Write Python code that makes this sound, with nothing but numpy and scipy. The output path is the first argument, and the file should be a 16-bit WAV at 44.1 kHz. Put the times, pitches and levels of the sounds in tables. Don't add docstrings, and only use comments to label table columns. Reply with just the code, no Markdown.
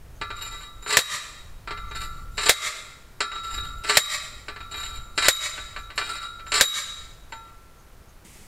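import sys
import numpy as np
from scipy import signal
from scipy.fft import rfft, irfft, next_fast_len
from scipy.io import wavfile

SR = 44100
rng = np.random.default_rng(int(sys.argv[2]) if len(sys.argv) > 2 else 0)


def transcribe(u):
    v = np.clip(np.atleast_2d(u).T, -1, 1)
    q = np.round(v * 32767).astype(np.int16)
    wavfile.write(sys.argv[1], SR, q)


N = 373518
TIME = np.arange(N) / SR

# peak t/s, half length/s, level/dB
GUSTS = [(0.198, 0.36, -44.5), (1.55, 0.17, -47), (2.09, 0.28, -39), (3.67, .12, -37.5), (4.204, .15, -46),
         (5.047, 0.6, -44.5), (5.686, .3, -49.5), (6.797, 0.43, -48)]
# f/Hz, density/dB per Hz
WIND_COLOUR = [(15, -0.5), (30, 0.5), (60, -5.5), (100, -10), (160, -20), (300, -33.5), (1000, -52.5)]
# f/Hz, density/dB per Hz
HUSH_COLOUR = [(76, -13.5), (130, 1.5), (285, -7), (356, -4.5), (829, -8), (1400, -9), (1580, -10.5),
               (3010, -18), (14500, -24), (16000, -26)]
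# peak t/s, level/dB
TRILLS = [(0.169, -62), (1.90, -57), (3.769, -76), (5.84, -65), (6.381, -78), (7.80, -63.5), (8.10, -63)]
# t/s, level/dB, tube hum re knock/dB, tube ring re knock/dB
KNOCKS = [(0.213, -23.5, 0, -5), (0.303, -28, 6, 4.5), (0.825, -43.5, 5.5, 18), (0.862, -28, 4.5, -12.5),
          (.893, -26, -4.5, 9.5), (.942, -21, -22.5, -3), (1.674, -27.5, 4.5, -4.5), (1.707, -24, -7, -7),
          (1.774, -35.5, 1, 10), (1.911, -32.5, 5, 8), (1.948, -34, 5.5, 16), (2.379, -21, -4.5, -0.5),
          (2.461, -18, -16, 6), (2.486, -17, -4, -10.5), (3.205, -18, 0, -4.5), (3.316, -32, -17, 13.5),
          (3.355, -33.5, 8, 14), (3.577, -32, 10, 19.5), (3.845, -26, 2, -1), (3.896, -13.5, -4, -10.5),
          (4.483, -24.5, -7.5, -12), (4.562, -33, -3.5, -8.5), (4.604, -34.5, 4, 10), (4.741, -29.5, -6, 2),
          (5.177, -15.5, -1.5, -4), (5.224, -20, -6.5, 8.5), (5.254, -19, -7.5, 7.5), (5.578, -25, -8, -11),
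          (5.763, -27, -2, -1), (5.903, -33.5, -3.5, 0.5), (5.978, -18.5, -2, -13), (6.014, -24.5, -10, 3),
          (6.24, -40.5, 10, 20.5), (6.395, -38, 5, -11), (6.466, -35, 3.5, -5), (6.519, -18, -2.5, -16.5),
          (6.602, -19.5, -14.5, 1.5), (7.322, -30.5, -27, -1)]
# f/Hz, level/dB, t60/s
POST_MODES = [(415.2, -17, 0.2), (538, -29.5, 0.11), (909, -17, 0.12), (1175.5, -11, 0.24),
              (1209, -19, .22), (1524, -11, 0.12), (1706, -21, 0.41), (1735, -19.5, 0.32),
              (1988, -14.5, 0.18), (2062, -19.5, 0.49), (2387, -14, 0.2), (2530, -23.5, 0.3),
              (2855, -12.5, 0.089), (3217, -17, 0.19), (3380, -31, 0.054), (3870, -14.5, 0.45),
              (4004, -13, 0.23), (4437, -23, 0.25), (4365, -18.5, 0.26), (4800, -14, 0.096),
              (5270, -23, 0.31), (7210, -8.5, 0.091), (7400, -13, .12), (8800, -12, 0.12),
              (9420, -21.5, 0.45)]
# f/Hz, level/dB, t60/s
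TUBE_HUM_MODES = [(1340, -12, 0.95), (1397, -18.5, 1.2)]
# f/Hz, level/dB, t60/s
TUBE_RING_MODES = [(3776, -17.5, 0.45), (3825, -11.5, 0.67), (3840, -39, 0.27), (7195, -11.5, 0.31),
                   (7290, -10, 0.12), (11690, -21, 0.33), (11200, -24, .17)]
# f/Hz, density/dB per Hz
CLANK_COLOUR = [(60, -18), (200, -11), (310, 4.5), (420, -7.5), (750, 1), (1300, 1), (2200, 3), (3300, -4),
                (4300, 5.5), (6200, -12.5), (7800, 2.5), (10500, -17.5), (16000, -19.5)]
# delay t/s, level/dB
ECHO_ENVELOPE = [(0, 5), (.05, -9), (.11, -9.5), (.128, -5), (.165, 0.5), (.21, -9), (.35, -21.5),
                 (.6, -40.5), (1.0, -59)]
# f/Hz, level/dB
ECHO_COLOUR = [(100, -1.5), (430, -9.5), (530, -15.5), (620, -0.5), (690, -11.5), (1020, -2), (1200, 11.5),
               (1450, -4), (1700, -3), (2000, 1.5), (2900, -1), (5000, 0.5), (8000, 2), (16000, -6)]
# start t/s, fastest t/s, end t/s, friction/dB, hum re friction/dB, ring re friction/dB
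LIFTS = [(0.345, 0.525, 0.68, -40.5, 1, 8), (1.946, 2.01, 2.06, -35.5, 3, 3),
         (3.425, 3.496, 3.85, -40.5, 7, 8), (4.703, 4.812, 5.0, -38, 4, 6),
         (6.0, 6.09, 6.27, -34, 7.5, -1.5)]
# start t/s, end t/s, level/dB
GRAZES = [(0.82, .9, -49.5), (2.31, 2.38, -57), (3.744, 3.788, -61.5), (5.151, 5.182, -48),
          (5.766, 5.797, -59), (5.952, 5.981, -41), (6.458, 6.53, -49.5), (7.29, 7.337, -63)]
# start t/s, end t/s, rattle level/dB
FALLS = [(.864, 0.997, -18.5), (2.363, 2.477, -25), (3.825, 3.985, -21.5), (5.19, 5.27, -19.5),
         (6.522, 6.612, -18)]
# t/s, level/dB, t60/s, tube ring re blow/dB
BLOWS = [(.9700, 3.5, 0.052, 0), (.9870, -4.5, 0.087, -1.5), (2.4939, 4, 0.084, -2), (3.971, 4, 0.056, 3.5),
         (5.2839, 4, 0.067, 7), (6.6103, 6, 0.08, 9.5)]
# f/Hz, density/dB per Hz
SLAM_COLOUR = [(40, -12), (125, -3), (240, -16.5), (380, -9), (520, 3), (900, -9), (1250, -5), (1950, -1),
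               (2900, -9.5), (3900, -0.5), (6200, -12.5), (7300, -5), (10800, -16), (13500, -17.5),
               (16000, -28)]
# f/Hz, level/dB, t60/s
LET_GO_MODES = [(902, -36.5, 0.36), (1350, -41, 1.66), (1755, -52, 0.32), (2525, -62, 1.6)]
# t/s, level/dB
RUSTLE_ENVELOPE = [(8.238, -85), (8.25, -49.5), (8.3, -51.5), (8.36, -50.5), (8.47, -54.5)]
# f/Hz, density/dB per Hz
RUSTLE_COLOUR = [(120, -24), (200, -3), (569, -26), (623, -22), (722, -33), (1100, -32), (1320, -30.5),
                 (1980, -16), (3900, -22.5), (8740, -18), (16000, -32)]


def from_db(db):
    return 10 ** (np.asarray(db) / 20)


def rms_one(x):
    return x / np.sqrt(np.mean(x ** 2) + 1e-20)


def at_hz(points, hz):
    table_hz, db = np.transpose(points)
    return from_db(np.interp(np.log(hz + 1), np.log(table_hz), db))


def noise(spectrum, size=N):
    padded = next_fast_len(size, True)
    white_spectrum = rfft(rng.standard_normal(padded))
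    gain = at_hz(spectrum, np.fft.rfftfreq(padded, 1 / SR))
    return rms_one(irfft(white_spectrum * gain, padded)[:size])


def drift(per_s):
    knots = rng.standard_normal(4000)
    return np.interp(TIME * per_s, np.arange(len(knots)), knots)


def cut(x, hz, kind="low", order=2):
    sos = signal.butter(order, min(hz, SR / 2 - 1000), kind, fs=SR, output="sos")
    return signal.sosfilt(sos, x + 1e-18)


def add(track, s, piece):
    start = round(s * SR)
    track[..., start:start + piece.shape[-1]] += piece[..., :N - start]


def through(x, response):
    return signal.oaconvolve(x, response)[:N]


def ringing(modes):
    t = TIME[:2 * SR]
    out = np.zeros(len(t))
    for k, (hz, db, t60) in enumerate(modes):
        out += (-1) ** k * from_db(db - 60 * t / t60) * np.sin(2 * np.pi * hz * t)
    return out


def crash(spectrum, t60, hold_s=0):
    decay_s = np.maximum(TIME[:SR // 2] - hold_s, 0)
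    return noise(spectrum, size=SR // 2) * from_db(-60 * decay_s / t60)


def friction(per_s, spread_db, judder_db):
    sizes = from_db(spread_db * np.minimum(rng.exponential(1, N), 3)) * rng.choice([-1, 1], N)
    strikes = rng.random(N) < per_s / SR
    return rms_one(strikes * sizes * from_db(judder_db * drift(70)))


def wind(breeze_db=-53.5, gain_db=3, wander_db=2):
    power = from_db(breeze_db) ** 2
    for s, half_s, db in GUSTS:
        power = power + from_db(db) ** 2 * np.exp(-((TIME - s) / half_s) ** 2)
    return np.sqrt(power) * from_db(gain_db + wander_db * drift(11)) * noise(WIND_COLOUR)


def hush(level_db=-55):
    return from_db(level_db) * noise(HUSH_COLOUR)


def bird(top_hz=7100, bottom_hz=5800, notes_per_s=88, swell_s=0.022):
    note = (TIME * notes_per_s + 0.193 * drift(5.4)) % 1
    pitch_hz = top_hz + (bottom_hz - top_hz) * note
    whistle = np.sin(2 * np.pi * np.cumsum(pitch_hz) / SR) * np.sin(np.pi * note)
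    swell = sum(from_db(db) / (1 + ((TIME - s) / swell_s) ** 2) ** 2 for s, db in TRILLS)
    return 2 * whistle * swell


def knocks(soft_hz=2970, firm_from_db=-24.5, db_per_octave=5.5, hardest_hz=7100):
    forces, click = np.zeros((3, N)), signal.unit_impulse(SR // 100)
    for s, db, hum_db, ring_db in KNOCKS:
        octaves = max(db - firm_from_db, 0) / db_per_octave
        hard_hz = min(soft_hz * 2 ** octaves, hardest_hz)
        add(forces, s, from_db([[db], [db + hum_db], [db + ring_db]]) * cut(click, hard_hz))
    return forces


def post_modes(force, patchy_db=4, grip_below_hz=1250, grip_db_per_s=1.3, grip_from_s=2.2):
    out = np.zeros(N)
    for k, (hz, db, t60) in enumerate(POST_MODES):
        r, w = from_db(-60 / (t60 * SR)), 2 * np.pi * hz / SR
        grip_db = grip_db_per_s * (TIME - grip_from_s) * (hz < grip_below_hz)
        share = from_db(db - grip_db + patchy_db * np.clip(drift(25), -1.5, 1))
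        numerator, denominator = [0, np.sin(w)], [1, -2 * r * np.cos(w), r * r]
        out += (-1) ** k * signal.lfilter(numerator, denominator, force * share + 1e-18)
    return out


def waver(x, depth_s, per_s):
    return np.interp(TIME + depth_s * cut(drift(per_s), 50), TIME, x)


def garden(x, echo_db=-15, leaves_hz=5000, treble_loss_db_per_s=28):
    t = TIME[:SR]
    scatter = noise(ECHO_COLOUR, size=SR) * from_db(1.5 * drift(200)[:SR])
    dull = cut(scatter, leaves_hz, order=1)
    damped = dull + (scatter - dull) * from_db(-treble_loss_db_per_s * t)
    response = damped * from_db(np.interp(t, *np.transpose(ECHO_ENVELOPE)))
    return from_db(echo_db) * through(x, rms_one(response) / np.sqrt(SR))


def lifts(force_db=-25, split_hz=5500, swell_db_per_s=29.5, fade_db_per_s=62.5, attack_s=0.01,
          treble_db=0, treble_follows=0.13):
    forces, grains = np.zeros((3, N)), friction(per_s=700, spread_db=5.5, judder_db=5.0)
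    dull, bright = cut(grains, split_hz), cut(grains, split_hz, "high", order=4)
    for start, fastest, end, db, hum_db, ring_db in LIFTS:
        part = slice(round(start * SR), round(end * SR))
        t = TIME[part] - fastest
        speed_db = np.minimum(swell_db_per_s * t, -fade_db_per_s * t)
        hiss = from_db(treble_db + treble_follows * speed_db)
        contact = np.clip((TIME[part] - start) / attack_s, 0, 1)
        drag = contact * from_db(db + force_db + speed_db) * (dull[part] + hiss * bright[part])
        add(forces, start, drag * from_db([[0], [hum_db], [ring_db]]))
    return forces


def grazes(force_db=-9.5, post_db=-12, ring_db=0, thin_hz=5000):
    pressure = np.zeros(N)
    for start, end, db in GRAZES:
        pressure += np.interp(TIME, [start, end], [.5, 1], 0, 0) * from_db(db)
    rub = cut(friction(per_s=1200, spread_db=3, judder_db=3), thin_hz, "high")
    return from_db(force_db) * pressure * rub * from_db([[post_db], [post_db], [ring_db]])


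def falls(force_db=-28, hard_hz=9000, hum_db=-10, ring_db=-4, attack_s=0.022, gather_db_per_s=17.5):
    effort = np.zeros(N)
    for start, end, db in FALLS:
        t = np.arange(start, end, 1 / SR)
        attack = np.minimum((t - start) / attack_s, 1)
        add(effort, start, attack * from_db(db + gather_db_per_s * (t - end)))
    rattle = cut(friction(per_s=330, spread_db=5, judder_db=2), hard_hz, order=1)
    return from_db(force_db) * effort * rattle * from_db([[0], [hum_db], [ring_db]])


def blows(post_db=-21, hum_db=-28, tube_db=-10, thud_s=0.012, thud_hz=1200):
    forces, slams = np.zeros((3, N)), np.zeros(N)
    for s, db, t60, ring_db in BLOWS:
        add(forces, s, from_db(db + np.array([[post_db], [hum_db], [tube_db + ring_db]])))
        burst = crash(SLAM_COLOUR, t60, hold_s=.004)
        bass = cut(burst, thud_hz, order=1)
        bass_loss = 1 - np.exp(-TIME[:len(burst)] / thud_s)
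        add(slams, s, from_db(db) * (burst - bass * bass_loss))
    return forces, slams


def letting_go(let_go_s=7.323):
    out = np.zeros(N)
    add(out, let_go_s, ringing(LET_GO_MODES))
    return out


def driver(knock_clank_db=-2, lift_clank_db=-4, fall_clank_db=-1, fall_modes_db=-2, thin_hz=1300):
    kicks, slams = blows()
    knock, lift, fall = knocks(), lifts() + grazes(), falls()
    on_post, on_hum, on_ring = knock + lift + from_db(fall_modes_db) * fall + kicks
    on_clank = from_db(knock_clank_db) * knock[0] + from_db(lift_clank_db) * lift[0]
    on_clank = on_clank + from_db(fall_clank_db) * cut(fall[0], thin_hz, "high", order=1)
    place_rad = 2 * drift(25)
    clank = np.zeros(N)
    for share in (np.cos(place_rad), np.sin(place_rad)):
        clank += through(on_clank * share, crash(CLANK_COLOUR, t60=0.12))
    post = waver(post_modes(on_post), depth_s=.0001, per_s=25)
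    ring = waver(through(on_ring, ringing(TUBE_RING_MODES)), depth_s=.000035, per_s=25)
    hum = through(on_hum, ringing(TUBE_HUM_MODES))
    return slams + clank + post + ring + hum + letting_go()


def rustle():
    level_db = np.interp(TIME, *np.transpose(RUSTLE_ENVELOPE)) + 1.0 * drift(80)
    return from_db(level_db) * noise(RUSTLE_COLOUR)


def scene():
    steel = driver()
    return (steel + garden(steel) + bird() + wind() + hush() + rustle())[None]


def record(dry, limit_db=-1, release_db_per_s=40, attack_s=.0014, ceiling=.72, cutoff_hz=16600):
    over_db = np.maximum(20 * np.log10(np.abs(dry[0]) + 1e-9) - limit_db, 0)
    release_db = release_db_per_s * TIME
    held_db = np.maximum.accumulate(over_db + release_db) - release_db
    pole = np.exp(-1 / (attack_s * SR))
    ducked = dry * from_db(-signal.lfilter([1 - pole], [1, -pole], held_db))
    rounded = ceiling * np.tanh(ducked / ceiling)
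    return signal.sosfilt(signal.cheby2(14, 70, cutoff_hz, fs=SR, output="sos"), rounded)


dry = scene()
out = record(dry)
transcribe(out)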